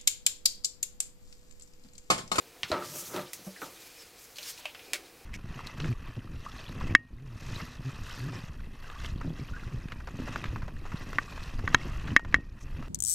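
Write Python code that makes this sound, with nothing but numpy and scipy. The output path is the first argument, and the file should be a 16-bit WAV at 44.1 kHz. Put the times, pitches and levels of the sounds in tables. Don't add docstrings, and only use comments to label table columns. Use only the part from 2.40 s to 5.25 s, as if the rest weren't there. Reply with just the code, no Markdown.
import sys
import numpy as np
from scipy import signal
from scipy.fft import rfft, irfft, next_fast_len
from scipy.io import wavfile
from scipy.ndimage import uniform_filter1d, map_coordinates

SR = 44100
rng = np.random.default_rng(int(sys.argv[2]) if len(sys.argv) > 2 else 0)


def file_out(sig):
    cols = np.atleast_2d(sig).T
    lim = np.clip(cols, -1, 1)
    pcm = np.round(lim * 32767).astype(np.int16)
    wavfile.write(sys.argv[1], SR, pcm)


N = 125685


def amp(db):
    return 10 ** (np.asarray(db) / 20)


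def unit(x):
    return x / np.sqrt(np.mean(x ** 2) + 1e-20)


def along(points, hz):
    point_hz, values = np.transpose(points)
    return np.interp(np.log(hz + 1), np.log(point_hz + 1), values)


def curves(rows, t):
    times, *columns = np.transpose(rows)
    return [np.interp(t, times, column) for column in columns]


def wobble(rate):
    return map_coordinates(rng.standard_normal(int(N * rate / SR) + 4), [np.arange(N) * rate / SR])


def filtered(x, response):
    size = next_fast_len(len(x) + 8192)
    return irfft(rfft(x, size) * response(np.fft.rfftfreq(size, 1 / SR)), size)[:len(x)]


def hump(hz, centre_hz, octaves):
    return np.exp(-.5 * (np.log2((hz + 1) / centre_hz) / max(octaves, .1)) ** 2)


def resonances(rows):
    return lambda f: sum((-1) ** k * amp(db) * 1j * f * width / (hz * hz - f * f + 1j * f * width)
                         for k, (hz, width, db) in enumerate(rows))


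def grains(per_s, spread_db):
    chance, side, size = rng.random((3, N))
    strength = amp(-spread_db * np.log(np.maximum(size, .03)))
    return unit((chance < per_s / SR) * np.sign(side - .5) * strength)


def add(track, start_s, x):
    i = round(start_s * SR)
    track[i:i + len(x)] += x[:len(track) - i]


def roomy(sound, room_db, tail_s=.4, gap_s=.002):
    # pitch in Hz, seconds to fade by 60 dB.
    fade_times = [(200, 0.12), (1000, 0.18), (4000, 0.12), (12000, 0.14)]
    hz, t, noise = signal.stft(rng.standard_normal(int(tail_s * SR)), SR, nperseg=128)
    tail = signal.istft(noise * amp(-60 * t / along(fade_times, hz)[:, None]), SR, nperseg=128)[1]
    tail *= amp(room_db) * np.linalg.norm(sound) / np.linalg.norm(tail)
    tail = np.pad(tail, (round(gap_s * SR), 0))
    return tail + np.pad(sound, (0, len(tail) - len(sound)))


def hush():
    # pitch in Hz, relative level of the hiss in dB.
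    hiss_shape = [(12, -48), (20, -5), (116, -6.5), (233, -12.5), (335, -4.5), (397, -29), (456, 0),
                  (554, -12), (2000, -11), (2430, -12.5), (3600, -15.5), (5030, -16.5), (15800, -19)]
    # pitch of a band in Hz, width in Hz, relative level in dB.
    whirr = [(337, 133, 3.5), (529, 92, 2), (728, 70, 1.5)]
    whine = [(2420, 130, 0.33), (5170, 89, -1.8)]
    # time in seconds, level in dB.
    whirr_levels = [(0, -59), (.5, -68), (1.3, -63.5), (1.7, -66), (2.2, -69), (2.45, -56), (2.85, -63)]
    whine_levels = [(0, -68), (1.1, -74), (1.35, -59.5), (1.7, -69), (2.2, -79), (2.45, -59.5), (2.85, -70)]
    t = np.arange(N) / SR
    out = amp(-56.5) * unit(filtered(rng.standard_normal(N), lambda f: amp(along(hiss_shape, f))))
    for bands, levels, mid_hz in ((whirr, whirr_levels, 480), (whine, whine_levels, 3500)):
        level = amp(curves(levels, t)[0] + 2.5 * wobble(16))
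        noise = filtered(rng.standard_normal(N), lambda f: resonances(bands)(f) * hump(f, mid_hz, 1.7))
        out += level * unit(noise)
    return out


def film_slide():
    # time in seconds, hump's relative level in dB, its pitch in Hz, top's relative level in dB.
    strokes = [(0.0, -58, 4270, -62), (0.16, -65, 4300, -84), (0.18, -64, 3300, -66),
               (0.27, -59, 3180, -63), (0.29, -48.5, 4070, -60), (0.34, -50, 4120, -67),
               (0.4, -53, 3500, -58), (0.45, -46, 4600, -51), (0.61, -46.5, 6760, -41.5),
               (0.65, -45, 6400, -48.5), (0.7, -51.5, 6460, -47), (0.75, -46.5, 4100, -46),
               (0.87, -53.5, 3380, -60), (0.91, -53.5, 5600, -75), (0.96, -53, 5700, -75),
               (1.0, -54.5, 3760, -60), (1.05, -58, 5160, -52.5), (1.19, -53.5, 5100, -67),
               (1.22, -53.5, 3580, -50), (1.28, -50, 4600, -55.5), (1.34, -58, 4560, -56),
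               (1.37, -55, 3800, -60), (1.43, -55, 4350, -55), (1.62, -55.5, 5040, -63),
               (1.75, -65, 4100, -77), (1.82, -55, 5410, -53), (1.9, -61.5, 5300, -61),
               (1.98, -57.5, 3480, -54), (2.07, -41.5, 5500, -50.5), (2.11, -43, 5430, -43.5),
               (2.16, -53, 4100, -69), (2.2, -53, 3730, -53.5), (2.22, -53.5, 2900, -67),
               (2.4, -59.5, 2800, -63), (2.44, -52, 3400, -60), (2.47, -57, 3440, -63),
               (2.49, -60, 4480, -69), (2.64, -59, 4020, -83), (2.8, -68, 4430, -79),
               (2.85, -68, 3980, -77)]
    # pitch in Hz, relative level of the airy top in dB.
    air_shape = [(2000, -58), (6000, 0), (9000, -6.5), (13000, -1.5), (16000, -8.5)]
    rustle = rng.standard_normal((2, N)) + amp(-14.5) * grains(per_s=500, spread_db=7)
    hz, t, (body_noise, air_noise) = signal.stft(rustle / np.std(rustle), SR, nperseg=256)
    hump_db, hump_hz, air_db = curves(strokes, t)
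    f = hz[:, None]
    wide = np.where(f > hump_hz, hump(f, hump_hz, octaves=.85), hump(f, hump_hz, octaves=1.82))
    core = .55 * hump(f, hump_hz, octaves=.15)
    body, air = (shape / np.sqrt(np.mean(shape ** 2, 0)) * amp(db - 1)
                 for shape, db in ((wide + core, hump_db), (amp(along(air_shape, f)), air_db)))
    patches = uniform_filter1d(uniform_filter1d(rng.standard_normal(body_noise.shape), 5, 0), 8, 1)
    flicker_db = 1.4 * wobble(39.5)[np.minimum((t * SR).astype(int), N - 1)]
    spectrum = (body_noise * body + air_noise * air) * amp(1.6 * unit(patches) + flicker_db)
    return signal.istft(spectrum, SR, nperseg=256)[1][:N]


def film_snaps():
    # start in seconds, relative level in dB, low and high edges in Hz,
    # airy top in dB, ringing pitch in Hz, strength of that ring in dB.
    folds = [(0.2322, -16, 875, 5100, -52, 3120, -4.5), (0.3167, -20, 1100, 5040, -16, 4200, 10),
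             (0.7626, -27.5, 1200, 4040, -13, 1290, 0), (0.933, -24, 1450, 8600, 5, 6450, -1),
             (1.1613, -37.5, 1370, 2240, -32, 1750, 19), (1.2173, -56, 990, 3500, -22, 1250, 5),
             (1.958, -38.5, 2300, 7000, -24, 4500, -3), (1.9679, -35.5, 2300, 6960, -24, 4470, 5),
             (1.9842, -27.5, 1900, 5570, -18, 3020, -1), (2.0294, -32, 3220, 6500, -24, 4260, 14),
             (2.177, -37, 2020, 6000, -13, 2500, 0), (2.2553, -21.5, 1740, 4400, -12, 2640, 19.5),
             (2.3472, -34.5, 1060, 3680, -31, 2660, -5), (2.393, -37.5, 1780, 3430, -23, 2570, 6),
             (2.5336, -14.5, 1280, 6760, -10, 2280, -1.5)]
    soft_db, crisp_db = -42, -20
    crisp_fade_s, echo_s, top_hz = .0016, .001, 12300
    out, t = np.zeros(N), np.arange(1024) / SR
    lows = lambda ratio: 1 / (1 - ratio * ratio + 1.4j * ratio)
    highs = lambda ratio: -ratio * ratio * lows(ratio)
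    for start_s, db, low_hz, high_hz, air_db, ring_hz, ring_db in folds:
        crisp = np.clip((db - soft_db) / (crisp_db - soft_db), 0, 1)
        fade_s = crisp_fade_s * 3.5 ** (1 - crisp)
        burst = .35 * np.exp(-t / fade_s) * rng.standard_normal(len(t))
        burst[[0, round(echo_s * SR)]] = -crisp * amp([0, -6])
        ring = resonances([(ring_hz, ring_hz / 6, ring_db)])
        top = lambda f: lows(f / high_hz) ** 2 + amp(air_db) * highs(f / high_hz) ** 2 * lows(f / top_hz)
        tone = lambda f: highs(f / low_hz) ** 2 * top(f) * (1 + ring(f))
        snap = filtered(roomy(burst, room_db=-2), tone)
        add(out, start_s, amp(db - 10) * snap / np.sqrt(np.mean(snap[:SR // 200] ** 2)))
    return out


def table_top(centre_hz, octaves):
    # pitch in Hz, relative level in dB, seconds to fade by 60 dB.
    notes = [(97.4, 9, 0.093), (147.5, 8, 0.11), (189.8, 4.5, 0.14), (278.6, 6, 0.071), (357, 5, 0.12),
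             (487, -0.5, 0.14), (531, -5, 0.16), (596, 6, 0.096), (677, -45, 0.21), (887, -3.5, 0.14),
             (949, -8.5, 0.17), (1184, 5.5, 0.12), (1311, 11, 0.046), (1920, -21, .1)]
    return resonances([(hz, 1.76 / fade_s, db + 20 * np.log10(hump(hz, centre_hz, octaves) * fade_s + 1e-9))
                       for hz, db, fade_s in notes])


def table_knocks():
    # start in seconds, relative level in dB, favoured pitch in Hz,
    # spread in octaves, contact time in seconds.
    blows = [(0.233, -46.5, 150, 1.1, 0.0024), (.302, -34.5, 347, 0.27, 0.0085),
             (.314, -37, 95, 0.41, 0.0054), (.316, -23.5, 780, 0.63, 0.028), (0.421, -41, 1300, 0.15, .008),
             (.745, -36, 365, 0.49, 0.0018), (.991, -53.5, 370, 0.36, 0.0045),
             (1.066, -35.5, 184, 0.14, 0.0047), (1.068, -43.5, 610, 0.45, 0.015),
             (1.218, -35, 1150, 0.38, 0.012), (1.219, -40, 320, 1, .006), (1.982, -52, 620, 0.4, 0.0028),
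             (2.190, -53.5, 750, 0.39, 0.0046), (2.254, -40, 835, 0.29, 0.0027),
             (2.535, -43.5, 540, .6, 0.0034)]
    out, t = np.zeros(N), np.arange(SR // 5) / SR
    for start_s, db, hz, octaves, contact_s in blows:
        push = np.exp(-t / contact_s) * rng.standard_normal(len(t))
        push[0] = .43 * np.linalg.norm(push)
        wood = table_top(hz, octaves)
        thud = resonances([(hz, 2.13 * hz * octaves, -13)])
        soften = lambda f: 1 / (1 + 1j * f / (3 * hz))
        knock = filtered(roomy(push, room_db=-13), lambda f: (wood(f) + thud(f) ** 2) * soften(f))
        add(out, start_s, amp(db - 6.5) * knock / np.sqrt(np.mean(knock[:SR // 25] ** 2)))
    return out


def bag_drag():
    # time in seconds, level in dB, share of the deep notes from 0 to 1.
    pulls = [(.30, -55, 0.2), (.325, -32, 0.2), (.44, -42, 0.06), (.47, -49, 0.8), (.53, -51, 0.48),
             (.555, -45, 0.23), (.60, -53, 0.3), (.69, -50.5, 0.42), (.745, -38, 0.24), (.785, -31, 0.16),
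             (.83, -45, 0.36), (.90, -60, 0.1), (.97, -61.5, .5), (1.0, -53, 0.7), (1.04, -66, 0.5),
             (1.2, -77, .5), (1.25, -47.5, 0.05), (1.4, -73, .3)]
    t = np.arange(N) / SR
    level_db, deep_share = curves(pulls, t)
    mid_notes, deep_notes = table_top(642, octaves=.87), table_top(200, octaves=.97)
    scrape = lambda f: mid_notes(f) + .037 * hump(f, 705, octaves=1.16)
    slips = grains(per_s=900, spread_db=2)
    moving = (t > pulls[0][0]) & (t < pulls[-1][0])
    force = amp(level_db) * moving * slips
    return sum(filtered(share * force, ring) / np.std(filtered(slips, ring))
               for share, ring in ((1 - deep_share, scrape), (deep_share, deep_notes)))


def film_squeak():
    start_s, length_s, start_hz, fall_hz, peak_db = 1.587, .065, 5500, 750, -51.5
    out, t = np.zeros(N), np.arange(int(length_s * SR)) / SR
    hz = start_hz - fall_hz * t / length_s + 90 * wobble(410)[:len(t)]
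    swell = amp(peak_db) * np.sin(np.pi * np.sqrt(t / length_s))
    add(out, start_s, swell * np.sin(2 * np.pi * np.cumsum(hz) / SR))
    return out


def scene():
    mono = film_snaps() + table_knocks() + bag_drag() + film_slide() + film_squeak() + hush()
    return np.array([mono, mono])


def record(dry):
    top_hz = 15900
    return np.array([filtered(channel, lambda hz: hz < top_hz) for channel in dry])


dry = scene()
out = record(dry)
file_out(out)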